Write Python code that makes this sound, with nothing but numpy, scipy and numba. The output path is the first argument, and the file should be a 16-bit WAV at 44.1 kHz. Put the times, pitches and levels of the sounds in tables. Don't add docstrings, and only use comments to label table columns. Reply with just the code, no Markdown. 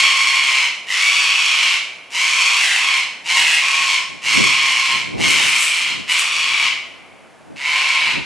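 import sys
import numpy as np
from scipy import signal
from scipy.fft import rfft, irfft, next_fast_len
from scipy.io import wavfile
from scipy.ndimage import uniform_filter1d
from numba import njit

SR = 44100
rng = np.random.default_rng(int(sys.argv[2]) if len(sys.argv) > 2 else 0)


def to_wav(s):
    ch = np.atleast_2d(s).T
    pcm = np.round(np.clip(ch, -1, 1) * 32767)
    wavfile.write(sys.argv[1], SR, pcm.astype(np.int16))


N = 363819
CLOSING_BEAK_HZ = 2334


def undb(db):
    return 10 ** (np.asarray(db) / 20)


def unit(x):
    return x / np.sqrt(np.mean(x ** 2))


def stereo(mid, side):
    return np.array([mid + side, mid - side])


def curve(points):
    return np.interp(np.arange(N) / SR, *np.transpose(points))


def walk(rate_hz):
    hold = int(SR / rate_hz)
    steps = np.repeat(rng.standard_normal(N // hold + 1), hold)
    return unit(uniform_filter1d(uniform_filter1d(steps, hold), hold)[:N])


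def colour(x, points):
    size = next_fast_len(len(x))
    hz, db = np.transpose(points)
    gain = undb(np.interp(np.log(np.fft.rfftfreq(size, 1 / SR) + 1), np.log(hz), db))
    return irfft(rfft(x, size) * gain, size)[:len(x)]


def ring(x, points):
    magnitude = np.abs(rfft(colour(signal.unit_impulse(2048), points)))
    cepstrum = irfft(np.log(magnitude + 1e-9))
    cepstrum[1:1024] *= 2
    cepstrum[1025:] = 0
    return signal.oaconvolve(x, irfft(np.exp(rfft(cepstrum))))[:len(x)]


@njit
def bandpass(x, centre_hz, width_hz):
    y, band_state, low_state = np.empty(len(x)), 0., 0.
    for i in range(len(x)):
        g, damping = np.tan(np.pi * centre_hz[i] / SR), width_hz / centre_hz[i]
        band = (band_state + g * (x[i] - low_state)) / (1 + g * (g + damping))
        band_state, low_state = 2 * band - band_state, low_state + 2 * g * band
        y[i] = damping * band
    return y


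def pulses(rate_hz, jitter, scatter_db):
    draws = rng.standard_normal((N // 20, 2))
    cycles = np.cumsum(rate_hz) / SR
    edges = np.cumsum(np.clip(1 + jitter * draws[:, 0], .3, 3))
    edges = edges[edges < cycles[-2]]
    at = np.interp(edges, cycles, np.arange(N))
    whole, strength = at.astype(int), undb(scatter_db * draws[:len(at), 1])
    clicks = np.zeros(N + 1)
    np.add.at(clicks, whole, strength * (1 - at + whole))
    np.add.at(clicks, whole + 1, strength * (at - whole))
    return clicks[:N], np.interp(cycles, edges, np.arange(len(edges))) % 1


def screech_gestures(t):
    screeches = [ (-0.2, 0.651, 0.1, 0.05, -19.5, 14.5, 0, 1095, 2250, 2410, -3.5, -9, 0.42, -20.5, 190.9),
                 (0.869, 1.756, 0.1, 1.25, -20, -0.5, 0.2, 1112, 1970, 2550, -1, -8, 0.65, -37, 185.6),
                 (2.106, 2.999, 0.11, 2.69, -17.5, -1.5, -2.05, 1108, 2256, 2570, -4.5, -8, 0.43, -15.5, 185.5),
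                 (3.246, 3.969, 0.09, 3.8, -21.5, 3, 2.8, 1113, 2290, 2450, -5, -8, 0.52, -9.5, 169.3),
                 (4.219, 4.979, 0.09, 4.44, -17.5, 1, -2.5, 1095, 2300, 2394, -4.5, -9, 0.59, -15, 115.1),
                 (5.176, 5.929, 0.095, 5.58, -17.5, 0.5, -6, 1071, 2254, 2394, -2.5, -9.5, 0.53, -26, 159.2),
                 (6.074, 6.689, 0.035, 6.2, -25.5, 7, 7.1, 1129, 2179, 2540, -3.5, -11, 0.54, -41, 170.2),
                 (7.562, 8.131, 0.19, 7.84, -18.5, -0.5, -0.5, 1058, 2195, 2346, -9.5, -13.5, 0.75, -12.5, 150.1),
                 ]
    rows = np.array(screeches)
    current = np.searchsorted(rows[1:, 0] - .03, t)
    (start_s, end_s, swell_s, crest_s, level_db, punch_db, fade_db, crest_buzz_hz, opening_beak_hz,
     crest_beak_hz, mouth_db, treble_db, rasp_share, keynote_db, flutter_hz) = rows[current].T
    age_s, left_s = t - start_s, end_s - t
    progress = np.clip(age_s / (end_s - start_s), 0, 1)
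    rising = t < crest_s
    ramp = np.where(rising, age_s / (crest_s - start_s), left_s / (end_s - crest_s))
    effort = np.sin(np.clip(ramp, 0, 1) * np.pi / 2)

    def arch(opening_hz, crest_hz, closing_hz, power):
        weight = effort ** power
        return crest_hz * weight + np.where(rising, opening_hz, closing_hz) * (1 - weight)

    punch_s, close_s, scoop_s = 0.11, 0.052, 0.07
    stop_in_s = left_s + close_s / 2
    level_db = level_db + fade_db * progress - 21 * np.clip(1 - age_s / swell_s, 0, 1) ** 2.84
    level_db += punch_db * np.exp(-np.clip((age_s - swell_s) / punch_s, 0, None) ** 2)
    level_db -= 7.5 * np.clip(1 - stop_in_s / close_s, 0, 1)
    gate = np.clip(age_s / 0.0081 + 1, 0, 1) * np.clip(stop_in_s / 0.031 + 1, 0, 1)
    scoop = 1 - 0.12 * np.clip(1 - age_s / scoop_s, 0, 1)
    buzz_hz = scoop * arch(1011.4, crest_buzz_hz, 1028.7, power=0.4)
    beak_hz = arch(opening_beak_hz, crest_beak_hz, CLOSING_BEAK_HZ, power=1.55)
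    treble_db = treble_db - 2.5 * (progress - .5)
    rasp_share = rasp_share + 0.15 * (.5 - effort)
    return undb(level_db) * gate, buzz_hz, beak_hz, mouth_db, treble_db, rasp_share, keynote_db, flutter_hz


def syrinx(buzz_hz, flutter_hz, rasp_share):
    slaps, phase = pulses(flutter_hz, jitter=.1, scatter_db=3.0)
    waver = 1 + .012 * walk(60) + .01 * walk(7)
    buzz, _ = pulses(buzz_hz * waver, jitter=.025, scatter_db=1.5)
    throb = np.exp(-phase / 1.26)
    push = 0.74 + walk(600)
    tone = unit((buzz - uniform_filter1d(buzz, size=200)) * (1.1 + throb) * push)
    puffs = np.exp(-phase / 0.2) * rng.standard_normal(N)
    breath = throb * rng.standard_normal(N)
    rasp = unit(.8 * unit(slaps - slaps.mean()) + .6 * unit(puffs) + unit(breath))
    return np.sqrt(1 - rasp_share) * tone + np.sqrt(rasp_share) * rasp


def cockatoo():
    # start_s, end_s, pitch_ratio, beak_hz, mouth_hz, mouth_boost_db
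    ducks = [(2.603, 2.781, 0.71, 2030, 2760, 2), (3.37, 3.598, 0.76, 2080, 2720, 5),
             (5.383, 5.45, .8, 2200, 2850, 0.5)]
    # peak_s, width_s, boost_db
    surges = [(5.314, 0.059, 5), (5.485, 0.057, 7), (5.645, 0.12, 10.5), (5.794, 0.059, 7),
              (6.125, 0.037, 6.5), (6.2, 0.027, 10.5)]
    # freq_hz, gain_db
    throat_response = [(300, -42), (650, -27), (1080, -12.5), (1400, -12.5), (1800, -10), (2250, -6.5),
                       (2700, -0.5), (3150, -17), (3700, -13), (4400, -14.5), (5500, -20.5), (7700, -23),
                       (10000, -30), (12500, -43), (14500, -65.5)]
    t = np.arange(N) / SR
    gain, buzz_hz, beak_hz, mouth_db, treble_db, rasp_share, keynote_db, flutter_hz = screech_gestures(t)
    mouth_hz, shrill_db = np.full(N, 2790.), np.zeros(N)
    for start_s, end_s, pitch_ratio, duck_beak_hz, duck_mouth_hz, mouth_boost_db in ducks:
        duck = np.interp(t, [start_s - .02, start_s + .03, end_s - .03, end_s + .02], [0, 1, 1, 0])
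        buzz_hz *= 1 - duck * (1 - pitch_ratio)
        beak_hz += duck * (duck_beak_hz - beak_hz)
        mouth_hz += duck * (duck_mouth_hz - mouth_hz)
        mouth_db += mouth_boost_db * duck
        keynote_db -= 6 * duck
        shrill_db += 3.5 * duck
    for peak_s, width_s, boost_db in surges:
        shrill_db += boost_db * np.exp(-2 * ((t - peak_s) / width_s) ** 2)
    source = syrinx(buzz_hz, flutter_hz, np.clip(rasp_share + 0.035 * shrill_db, 0, 1))

    throat = unit(ring(source, throat_response))
    beak = unit(bandpass(bandpass(source, beak_hz, width_hz=280.), beak_hz, width_hz=476.))
    mouth = unit(bandpass(bandpass(source, mouth_hz, width_hz=460.), mouth_hz, width_hz=1334.))
    windpipe = unit(bandpass(source, buzz_hz, width_hz=60.))
    beak_db = -4 - 9 * (beak_hz - CLOSING_BEAK_HZ) / 1000
    voice = throat + undb(beak_db) * beak + undb(mouth_db) * mouth + undb(keynote_db) * windpipe

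    treble = colour(voice, [(3300, -30), (5500, 0)])
    body = voice - treble
    treble += (undb(shrill_db) - 1) * colour(treble, [(5500, -27), (8000, 2.0)])
    flicker_db = 0.99 * walk(14)
    return (unit(body) + undb(treble_db + flicker_db) * unit(treble)) * gain


def yard_echoes(voice, paths=5, sway_s=.3):
    # start_s, t60_s, top_hz, level_db
    echoes = [(.006, 0.535, 10700, -3), (0.042, 1.403, 3820, -18.5)]
    # freq_hz, gain_db
    side_response = [(500, -15), (1200, -10), (5000, -8), (8500, -4), (11000, 1)]
    t = np.arange(int(1.3 * SR)) / SR
    position = np.arange(N) / SR / sway_s
    wet = 0
    for path in range(paths):
        distance = np.abs((position - path + paths / 2) % paths - paths / 2)
        weight = np.sqrt(np.clip(1 - distance, 0, 1))
        tails = 0
        for start_s, t60_s, top_hz, level_db in echoes:
            rolloff = [(top_hz / 2, 0), (top_hz * 2, -14)]
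            noise = np.array([colour(rng.standard_normal(len(t)), rolloff) for _ in range(2)])
            tail = noise * undb(-60 * t / t60_s) * (t > start_s)
            tails += undb(level_db) * tail / np.sqrt(np.sum(tail[0] ** 2))
        wet += signal.oaconvolve(weight * voice[None], tails, axes=1)[:, :N]
    return stereo(wet[0], colour(wet[1], side_response))


def wind(mid_db=-8, side_db=3.5):
    # freq_hz, gain_db
    spectrum = [(25, -31), (60, -3.5), (150, 4.5), (300, 3), (600, -7.5), (1200, -20), (3000, -88)]
    # time_s, level_db
    breeze = [(0, -53), (2.3, -97), (3.6, -63), (5.0, -58), (5.5, -31), (5.72, -64), (5.95, -44),
              (6.6, -52), (7.3, -59), (8.25, -65)]
    # peak_s, level_db, length_s
    gusts = [(0.0, -49, 0.055), (3.387, -44, 0.18), (3.814, -40, 0.056), (4.114, -43, 0.095),
             (4.411, -21, 0.15), (4.639, -41, 0.08), (4.94, -36, 0.094), (5.203, -23.5, 0.25),
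             (5.998, -40.5, 0.057), (7.51, -38.5, 0.093), (8.159, -29, 0.14)]
    t = np.arange(N) / SR
    buffets = 0
    for peak_s, level_db, length_s in gusts:
        distance = np.maximum(peak_s - t, (t - peak_s) / 1.1) / length_s
        buffets += undb(level_db - 23.5 * distance)
    strength = (undb(curve(breeze) + 3.0 * walk(8)) + buffets) * undb(2.26 * walk(30))
    mid, side = (unit(colour(rng.standard_normal(N), spectrum)) * strength for _ in range(2))
    return stereo(undb(mid_db) * mid, undb(side_db) * side)


def murmur(level_db=-47, side_db=-10.5):
    # freq_hz, gain_db
    spectrum = [(25, -28), (160, -3.5), (450, -0.5), (700, 3), (1000, -2.5), (2400, -8), (4000, -17.5),
                (11000, -23.5), (14000, -68)]
    mid, side = (unit(colour(rng.standard_normal(N), spectrum)) for _ in range(2))
    return undb(level_db + 0.47 * walk(2.9)) * stereo(mid, undb(side_db) * side)


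def wings(sigma_s=0.033):
    # peak_s, level_db
    wingbeats = [(5.154, -52), (5.224, -32.5), (5.413, -33.5), (5.592, -55)]
    # freq_hz, gain_db
    spectrum = [(120, -40.5), (250, -1), (500, -8), (900, 2), (2000, -49)]
    t = np.arange(N) / SR
    strokes = sum(undb(db) * np.exp(-.5 * ((t - peak_s) / sigma_s) ** 2) for peak_s, db in wingbeats)
    return strokes * unit(colour(rng.standard_normal(N), spectrum))


def scene():
    # time_s, left_minus_right_db
    bearing = [(0, -0.4), (5, -0.5), (6.3, 0.5), (6.7, 1.2), (7.6, 0), (8.25, .2)]
    # freq_hz, side_db
    left_lean = [(4000, -51), (6500, -19), (9000, -6), (11500, -42)]
    voice, pan_db = cockatoo(), curve(bearing)
    bird = stereo(voice, colour(voice, left_lean)) + yard_echoes(voice)
    return bird * undb(np.array([pan_db, -pan_db]) / 2) + wings() + wind() + murmur()


def record(dry, bass_hz=45, top_hz=15300, ceiling=.97):
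    highpass = signal.butter(2, bass_hz, "high", fs=SR, output="sos")
    lowpass = signal.ellip(10, .2, 80, top_hz, fs=SR, output="sos")
    return signal.sosfilt(np.vstack([highpass, lowpass]), ceiling * np.tanh(dry / ceiling))


dry = scene()
out = record(dry)
to_wav(out)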